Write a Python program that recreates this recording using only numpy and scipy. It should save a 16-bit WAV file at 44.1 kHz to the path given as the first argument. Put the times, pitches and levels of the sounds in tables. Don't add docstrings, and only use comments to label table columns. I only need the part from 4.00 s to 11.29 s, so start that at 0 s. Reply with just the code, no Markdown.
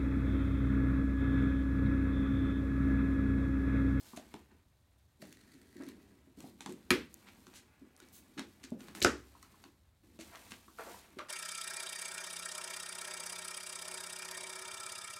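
import sys
import numpy as np
from scipy import signal
from scipy.fft import rfft, irfft
from scipy.io import wavfile

SR = 44100
rng = np.random.default_rng(int(sys.argv[2]) if len(sys.argv) > 2 else 0)


def bounce(signal):
    frames = np.transpose(np.atleast_2d(signal))
    limited = np.clip(frames, -1, 1)
    pcm = np.round(limited * 32767).astype(np.int16)
    wavfile.write(sys.argv[1], SR, pcm)


N = 321299

# time in seconds, grit level in dB.
BLADE_GRIT = [(1.191, -100), (1.218, -60), (1.38, -76), (1.48, -68), (1.73, -74.5), (1.83, -62),
              (1.94, -73), (2.12, -82), (2.3, -100)]
# frequency in Hz, gain in dB.
CARDBOARD_EQ = [(100, -6.5), (400, 8), (650, 8), (850, 1.5), (1200, 2.5), (1500, 2), (2000, 0.5),
                (2800, -2), (3500, -4), (4100, -0.5), (4900, -7.5), (6200, -2), (10500, -2), (16000, -1)]


def cutting_and_rubbing():
    # start and length in seconds, rumble, rasp and hiss in dB.
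    strokes = [(-0.02, 0.15, -70.5, -70, -63), (0.168, 0.22, -68, -71.5, -72.5),
               (0.48, 0.067, -72.5, -75, -85.5), (1.19, .11, -61.5, -78, -70),
               (1.356, 0.43, -67.5, -79.5, -77.5), (1.744, .36, -61.5, -75.5, -78),
               (2.13, .23, -74, -80, -82), (2.363, 0.11, -59, -69.5, -67), (2.571, 0.48, -66.5, -73, -74.5),
               (3.087, 0.49, -67.5, -71.5, -70.5), (3.614, 0.39, -76.5, -75, -82),
               (3.966, 0.75, -69, -73.5, -73), (4.781, 0.11, -59, -65, -66.5),
               (4.944, 0.082, -53.5, -58.5, -61.5), (5.167, 0.49, -69, -73, -71.5),
               (6.023, 0.22, -67, -78, -76.5), (6.214, 0.34, -69, -66, -63.5), (6.6, 0.36, -75, -78.5, -69),
               (6.767, 0.21, -67.5, -63, -60), (7.018, 0.25, -71, -71.5, -74)]
    # frequency in Hz, relative density in dB.
    rumble_eq = [(60, -28), (130, -18), (200, 2), (280, 0), (370, -3.5), (520, -18.5), (900, -27.5),
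                 (2000, -56)]
    rasp_eq = [(250, -24), (500, -2), (700, -1.5), (950, -1.5), (1300, -4), (1900, -3.5), (2600, -5.5),
               (4000, -20), (9000, -33.5)]
    hiss_eq = [(1200, -22), (2300, -7.5), (3200, 0.5), (4300, 3), (5000, 0), (6200, 0), (9000, 1.5),
               (10400, -2.5), (12000, 1), (16000, -7.5)]
    blade_eq = [(900, -27), (1450, -4.5), (1850, 6.5), (2350, -6), (2900, -9), (3400, -10.5), (4400, -0.5),
                (5100, -12), (6800, -9), (10000, -10), (16000, -21)]
    resting_db = (-87.5, -85, -83)
    power = np.ones(N) * from_db(resting_db)[:, None] ** 2
    for start_s, length_s, *levels_db in strokes:
        power += from_db(levels_db)[:, None] ** 2 * stroke_gain(start_s, length_s) ** 2
    rumble, rasp, hiss = np.sqrt(power)
    grit = from_db(np.interp(np.arange(N) / SR, *np.transpose(BLADE_GRIT)))
    return (rumble * friction(rumble_eq, grain_db=3, catch_db=0.5, catches_per_s=30)
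            + rasp * friction(rasp_eq, grain_db=2.5, catch_db=3, catches_per_s=150)
            + hiss * friction(hiss_eq, grain_db=2.5, catch_db=2.5, catches_per_s=340)
            + grit * friction(blade_eq, grain_db=4, catch_db=7.5, catches_per_s=210))


def friction(spectrum, grain_db, catch_db, catches_per_s):
    sizes = from_db(grain_db * np.minimum(rng.exponential(1, N), 7))
    slips = rng.standard_normal(N) * sizes * from_db(catch_db * drift(catches_per_s))
    return rms_one(colour(slips, spectrum))


def stroke_gain(start_s, length_s, attack_s=0.016, sag_db_per_s=1, release_s=0.065):
    age_s = np.arange(N) / SR - start_s
    attack = np.clip(age_s / attack_s, 0, 1)
    sag = from_db(-sag_db_per_s * np.clip(age_s, 0, length_s))
    release = np.exp(-np.maximum(age_s - length_s, 0) / release_s)
    return attack * sag * release


def blade_catches(count=30, over_grit_db=14, scatter_db=2, centre_hz=3600):
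    cut_s, grit_db = np.transpose(BLADE_GRIT)
    times_s = cut_s[0] + (cut_s[-1] - cut_s[0]) * (np.arange(count) + rng.random(count)) / count
    levels_db = np.interp(times_s, cut_s, grit_db) + over_grit_db + scatter_db * rng.standard_normal(count)
    return [(start_s, db, centre_hz) for start_s, db in zip(times_s, levels_db)]


def tape_snaps(half_pop_s=0.004):
    # start in seconds, gain in dB, swell in seconds, centre in Hz.
    tears = [(2.9053, -13.5, 0.0002, 8640), (2.9064, -11.5, 0.0007, 2480), (2.909, -21, 0.0009, 1240),
             (2.911, -25.5, 0.0011, 9000), (5.004, -36.5, .0008, 6000), (5.0169, -22, 0.0029, 3476),
             (5.0265, -11, 0.00022, 6500), (5.0312, -27.5, 0.0034, 5520), (5.046, -11, 0.00082, 5490),
             (5.0472, -15, 0.0011, 1870), (5.048, -20, 0.0012, 1250)]
    # midpoint in seconds, peak in dB, frequency in Hz.
    pops = [(2.9064, -9, 2500), (5.0495, -24.5, 1500), (5.0482, -20.5, 507)]
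    # start in seconds, panel peak in dB, panel centre in Hz, floor thud gain in dB.
    recoils = [(2.9088, -19, 325, -47.5), (5.0196, -31, 426, -49.5), (5.0477, -18.5, 424, -41)]
    # frequency in Hz, gain in dB, T60 in seconds.
    thud_modes = [(65.7, -6, 1), (81, 9, 0.18), (90, 0, 0.38)]
    fibres, body, floor = np.zeros((3, N))
    for start_s, db, swell_s, hz in tears:
        add(fibres, start_s, from_db(db) * burst(swell_s, hz, spread=1.46, crest_db=5, grain_db=-1))
    for mid_s, db, hz in pops:
        phase = 2 * np.pi * hz * np.arange(-half_pop_s, half_pop_s, 1 / SR)
        add(body, mid_s - half_pop_s, from_db(db) * phase * np.exp((1 - phase ** 2) / 2))
    for start_s, db, hz, thud_db in recoils:
        add(body, start_s, from_db(db) * knock(hz, vary_db=1.9, focus_db=13.5, detune=0.0041, rise_s=0.0017))
        add(floor, start_s, from_db(thud_db) * ring(signal.unit_impulse(SR), thud_modes))
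    return colour(fibres, CARDBOARD_EQ) + body + butterworth(floor, 60, "high")


def burst(swell_s, centre_hz, spread, crest_db, grain_db, ease=0.96):
    age = np.arange(SR // 4) / SR / swell_s
    envelope = (age * np.exp(1 - age)) ** ease
    edges_hz = np.clip([centre_hz / spread, centre_hz * spread], [50, 100], [12000, 19000])
    breaks = rng.standard_normal(len(age)) * from_db(grain_db * rng.standard_normal(len(age)))
    fibres = butterworth(breaks * envelope + 1e-18, edges_hz, "band")
    return from_db(-crest_db) * rms_one(fibres) * np.sqrt(np.mean(envelope ** 2))


def handling(knock_tick_hz=2650):
    # start in seconds, panel gain in dB, panel centre in Hz, tap gain in dB,
    # tap centre in Hz, tick gain in dB.
    bumps = [(.133, -45, 269, -43.5, 950, -54), (0.173, -42, 198, -37, 710, -33),
             (0.3401, -41, 221, -39, 800, -34), (.516, -59.5, 266, -61, 900, -56),
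             (1.2234, -47, 189, -42.5, 634, -44), (2.44, -41, 191, -44, 700, -56),
             (2.6064, -50, 260, -47, 880, -30), (2.6604, -40, 248, -37.5, 890, -27.5),
             (3.4679, -53.5, 323, -55, 900, -40), (4.719, -31, 278, -39.5, 595, -62),
             (6.1895, -43.5, 374, -42.5, 620, -41.5), (6.519, -48, 226, -62, 890, -29),
             (6.68, -53.5, 366, -46.5, 1280, -55)]
    # start in seconds, gain in dB, centre in Hz.
    groans = [(0.345, -48, 228), (1.544, -48.5, 246), (1.755, -42.5, 261.5), (1.799, -39, 240),
              (1.867, -39, 246), (2.269, -53.5, 265), (2.373, -45, 227), (2.686, -35.5, 215),
              (3.814, -47, 261), (4.018, -50.5, 345), (4.368, -40, 268), (4.381, -35.5, 264),
              (4.638, -45.5, 268), (4.807, -45.5, 268), (4.884, -48, 226), (5.652, -52, 288),
              (7.165, -40, 333)]
    flap_taps = [(5.351, -48, 920), (5.428, -48.5, 1120), (5.541, -53, 1120), (5.65, -52, 1012),
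                 (6.785, -37.5, 1340), (6.794, -40, 746), (6.943, -40.5, 920), (7.2, -36, 1210)]
    cracks = [(1.326, -38, 4420), (1.835, -41, 2510), (1.8869, -38.5, 6030), (2.404, -36.5, 3150),
              (2.723, -38, 4170), (3.5384, -42, 2480), (4.0007, -40.5, 2180), (4.38, -41, 2110),
              (4.3933, -24, 2500), (4.8055, -38.5, 2660), (4.8833, -37, 1840), (4.9503, -31, 2420),
              (5.4272, -38, 3800), (5.6391, -37.5, 2220), (6.356, -35, 2410), (7.187, -31, 2400)]
    # start in seconds, gain in dB, swell in seconds, centre in Hz.
    scuffs = [(0.157, -38.5, 0.0098, 4170), (1.795, -48, .016, 900), (1.86, -49, .022, 2200),
              (2.603, -45, 0.015, 4450), (2.67, -47, .025, 4400), (3.261, -45.5, 0.016, 2130),
              (3.535, -43, .029, 4390), (4.01, -53, .018, 2500), (4.111, -45.5, 0.04, 7700),
              (4.371, -35, 0.013, 2240), (4.627, -37.5, .013, 3430), (4.942, -40.5, 0.019, 5390),
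              (6.19, -39.5, 0.019, 3900), (6.295, -47.5, 0.045, 1290), (6.504, -39, 0.0063, 4200),
              (6.777, -39, .024, 920), (6.82, -45.5, 0.051, 700), (7.178, -37, .018, 1800)]
    panels, taps, surface = np.zeros((3, N))
    for start_s, panel_db, panel_hz, tap_db, tap_hz, tick_db in bumps:
        bump = knock(panel_hz, vary_db=2, focus_db=13, detune=0.069, rise_s=0.002)
        add(panels, start_s, from_db(panel_db + 0.5) * bump)
        add(taps, start_s, from_db(tap_db) * tap(tap_hz))
        add(surface, start_s, from_db(tick_db) * tick(knock_tick_hz))
    for start_s, db, hz in groans:
        add(panels, start_s, from_db(db - 1) * groan(hz))
    for start_s, db, hz in flap_taps:
        add(taps, start_s, from_db(db) * tap(hz))
    for start_s, db, hz in cracks + blade_catches():
        add(surface, start_s, from_db(db) * tick(hz))
    for start_s, db, swell_s, hz in scuffs:
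        scuff = burst(swell_s, hz, spread=2.09, crest_db=10.5, grain_db=9, ease=3.2)
        add(surface, start_s, from_db(db) * scuff)
    return panels + butterworth(taps, 2200, "low") + colour(surface, CARDBOARD_EQ)


def knock(centre_hz, vary_db, focus_db, detune, rise_s, contact_hz=650):
    # frequency in Hz, gain in dB, T60 in seconds.
    panel_modes = [(179, 0, 0.069), (217, 1, .09), (260.8, 4, 0.1), (300, -7, 0.026), (363, 5, 0.095),
                   (452, -3.5, 0.06), (561, 3, 0.036), (1150, -8, 0.08)]
    modes = []
    for hz, db, t60_s in panel_modes:
        bent_hz = hz * np.exp(detune * rng.standard_normal())
        octaves_off = abs(np.log2(hz / centre_hz))
        modes.append((bent_hz, db - focus_db * octaves_off + vary_db * rng.standard_normal(), t60_s))
    t = np.arange(SR // 4) / SR
    age = 2 * np.pi * contact_hz * t
    onset = 1 - np.exp(-(t / rise_s) ** 2)
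    motion = ring(age * np.exp(-age), modes) * onset
    sound = butterworth(motion, 130, "high")
    return sound / np.abs(sound).max()


def groan(hz, count=3, gap_s=0.024, loss_db=11, pitch_ratio=1.3):
    out = np.zeros(SR // 2)
    for k in range(count):
        slip = knock(hz * pitch_ratio ** k, vary_db=3, focus_db=13.5, detune=0.037, rise_s=0.0046)
        add(out, k * gap_s * rng.uniform(0.96, 1.2), from_db(-k * loss_db) * slip)
    return out


def tap(hz, swell_s=0.0011):
    return burst(swell_s, hz, spread=1.14, crest_db=4.5, grain_db=1)


def tick(hz, swell_s=0.00093):
    return burst(swell_s, hz, spread=2.5, crest_db=10, grain_db=3)


def flap_stop(stop_s=7.187):
    # frequency in Hz, level in dB, T60 in seconds.
    flap_modes = [(601, -47.5, 0.19), (1210, -48, 0.27), (1360, -53.5, 0.3)]
    out = np.zeros(N)
    add(out, stop_s, ring(signal.unit_impulse(SR // 2), flap_modes))
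    return out


def dry_clicks(swell_s=0.0002):
    # start in seconds, gain in dB, centre in Hz.
    clicks = [(3.142, -29.5, 9600), (3.9649, -41, 5760), (3.9776, -48, 9050), (4.0023, -41.5, 9040),
              (4.087, -45, 6630), (4.7045, -44, 6000)]
    out = np.zeros(N)
    for start_s, db, hz in clicks:
        add(out, start_s, from_db(db) * burst(swell_s, hz, spread=1.5, crest_db=7.5, grain_db=1.5))
    return butterworth(out, 5000, "high")


def near_echoes(x, gain_db=-5.5, fade_s=0.022, patterns=6, echo_count=40):
    out = np.zeros(N)
    for stretch in np.array_split(np.arange(N), patterns):
        delays_s = rng.uniform(0.003, 0.06, echo_count)
        echoes = np.zeros(SR // 10)
        echoes[(delays_s * SR).astype(int)] = np.exp(-delays_s / fade_s) * rng.choice([-1, 1], echo_count)
        add(out, stretch[0] / SR, signal.fftconvolve(x[stretch], echoes / np.linalg.norm(echoes)))
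    return from_db(gain_db) * butterworth(out, [350, 8000], "band", order=1)


def reverberation(x, delay_s=0.009, bands=20):
    # frequency in Hz, T60 in seconds, level against the direct sound in dB.
    decay = [(99, 0.42, -9), (294, 0.29, -6), (800, 0.25, -6.5), (2500, 0.29, -6), (5970, 0.29, -8),
             (14400, 0.25, -14.5)]
    edges_hz = np.geomspace(70, 18000, bands + 1)
    white = rng.standard_normal((2, N))
    tail = np.zeros(N)
    for k, band_hz in enumerate(zip(edges_hz, edges_hz[1:])):
        hz = np.sqrt(np.prod(band_hz))
        retained = from_db(-60 / (at_hz(decay, hz) * SR)) ** 2
        energy = signal.lfilter([1 - retained], [1, -retained], butterworth(x, band_hz, "band") ** 2)
        noise = rms_one(butterworth(white[k % 2], band_hz, "band"))
        add(tail, delay_s, from_db(at_hz(decay, hz, column=2)) * np.sqrt(energy) * noise)
    return tail


def room_air(rms_db=-69):
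    # frequency in Hz, relative density in dB.
    air_eq = [(15, -46), (25, -14.5), (48, -6), (70, 4), (111, -2.5), (185, -15), (249, -16), (476, -24.5),
              (545, -22), (2910, -37.5), (3820, -29.5), (4870, -39.5), (11300, -42.5), (16000, -42)]
    return from_db(rms_db) * rms_one(colour(rng.standard_normal(N), air_eq))


def from_db(db):
    return 10 ** (np.asarray(db) / 20)


def rms_one(x):
    return x / np.sqrt(np.mean(x ** 2) + 1e-20)


def at_hz(rows, hz, column=1):
    rows = np.array(rows)
    return np.interp(np.log(np.maximum(hz, 1)), np.log(rows[:, 0]), rows[:, column])


def add(track, start_s, sound):
    start = max(0, round(start_s * SR))
    part = track[start:start + len(sound)]
    part += sound[:len(part)]


def butterworth(x, hz, kind, order=2):
    return signal.sosfilt(signal.butter(order, hz, kind, fs=SR, output="sos"), x)


def colour(x, spectrum, size=4096):
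    bins_hz = np.arange(size // 2 + 1) * SR / size
    cepstrum = irfft(np.log(from_db(at_hz(spectrum, bins_hz))))
    cepstrum[1:size // 2] *= 2
    cepstrum[size // 2 + 1:] = 0
    return signal.fftconvolve(x, irfft(np.exp(rfft(cepstrum))))[:len(x)]


def drift(knots_per_s):
    position = np.arange(N) / SR * knots_per_s
    return np.interp(position, np.arange(N // 20), rng.standard_normal(N // 20))


def ring(force, modes):
    out = np.zeros(len(force))
    for hz, db, t60_s in modes:
        r, w = from_db(-60 / (t60_s * SR)), 2 * np.pi * hz / SR
        out += from_db(db) * signal.lfilter([0, np.sin(w)], [1, -2 * r * np.cos(w), r * r], force + 1e-18)
    return out


def scene():
    box = cutting_and_rubbing() + handling() + tape_snaps() + flap_stop()
    air = room_air()
    return (box + near_echoes(box) + reverberation(box) + dry_clicks() + air)[None]


def record(dry):
    cutoff_hz = 15900
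    return signal.sosfilt(signal.ellip(10, 0.2, 70, cutoff_hz, fs=SR, output="sos"), dry)


dry = scene()
out = record(dry)
bounce(out)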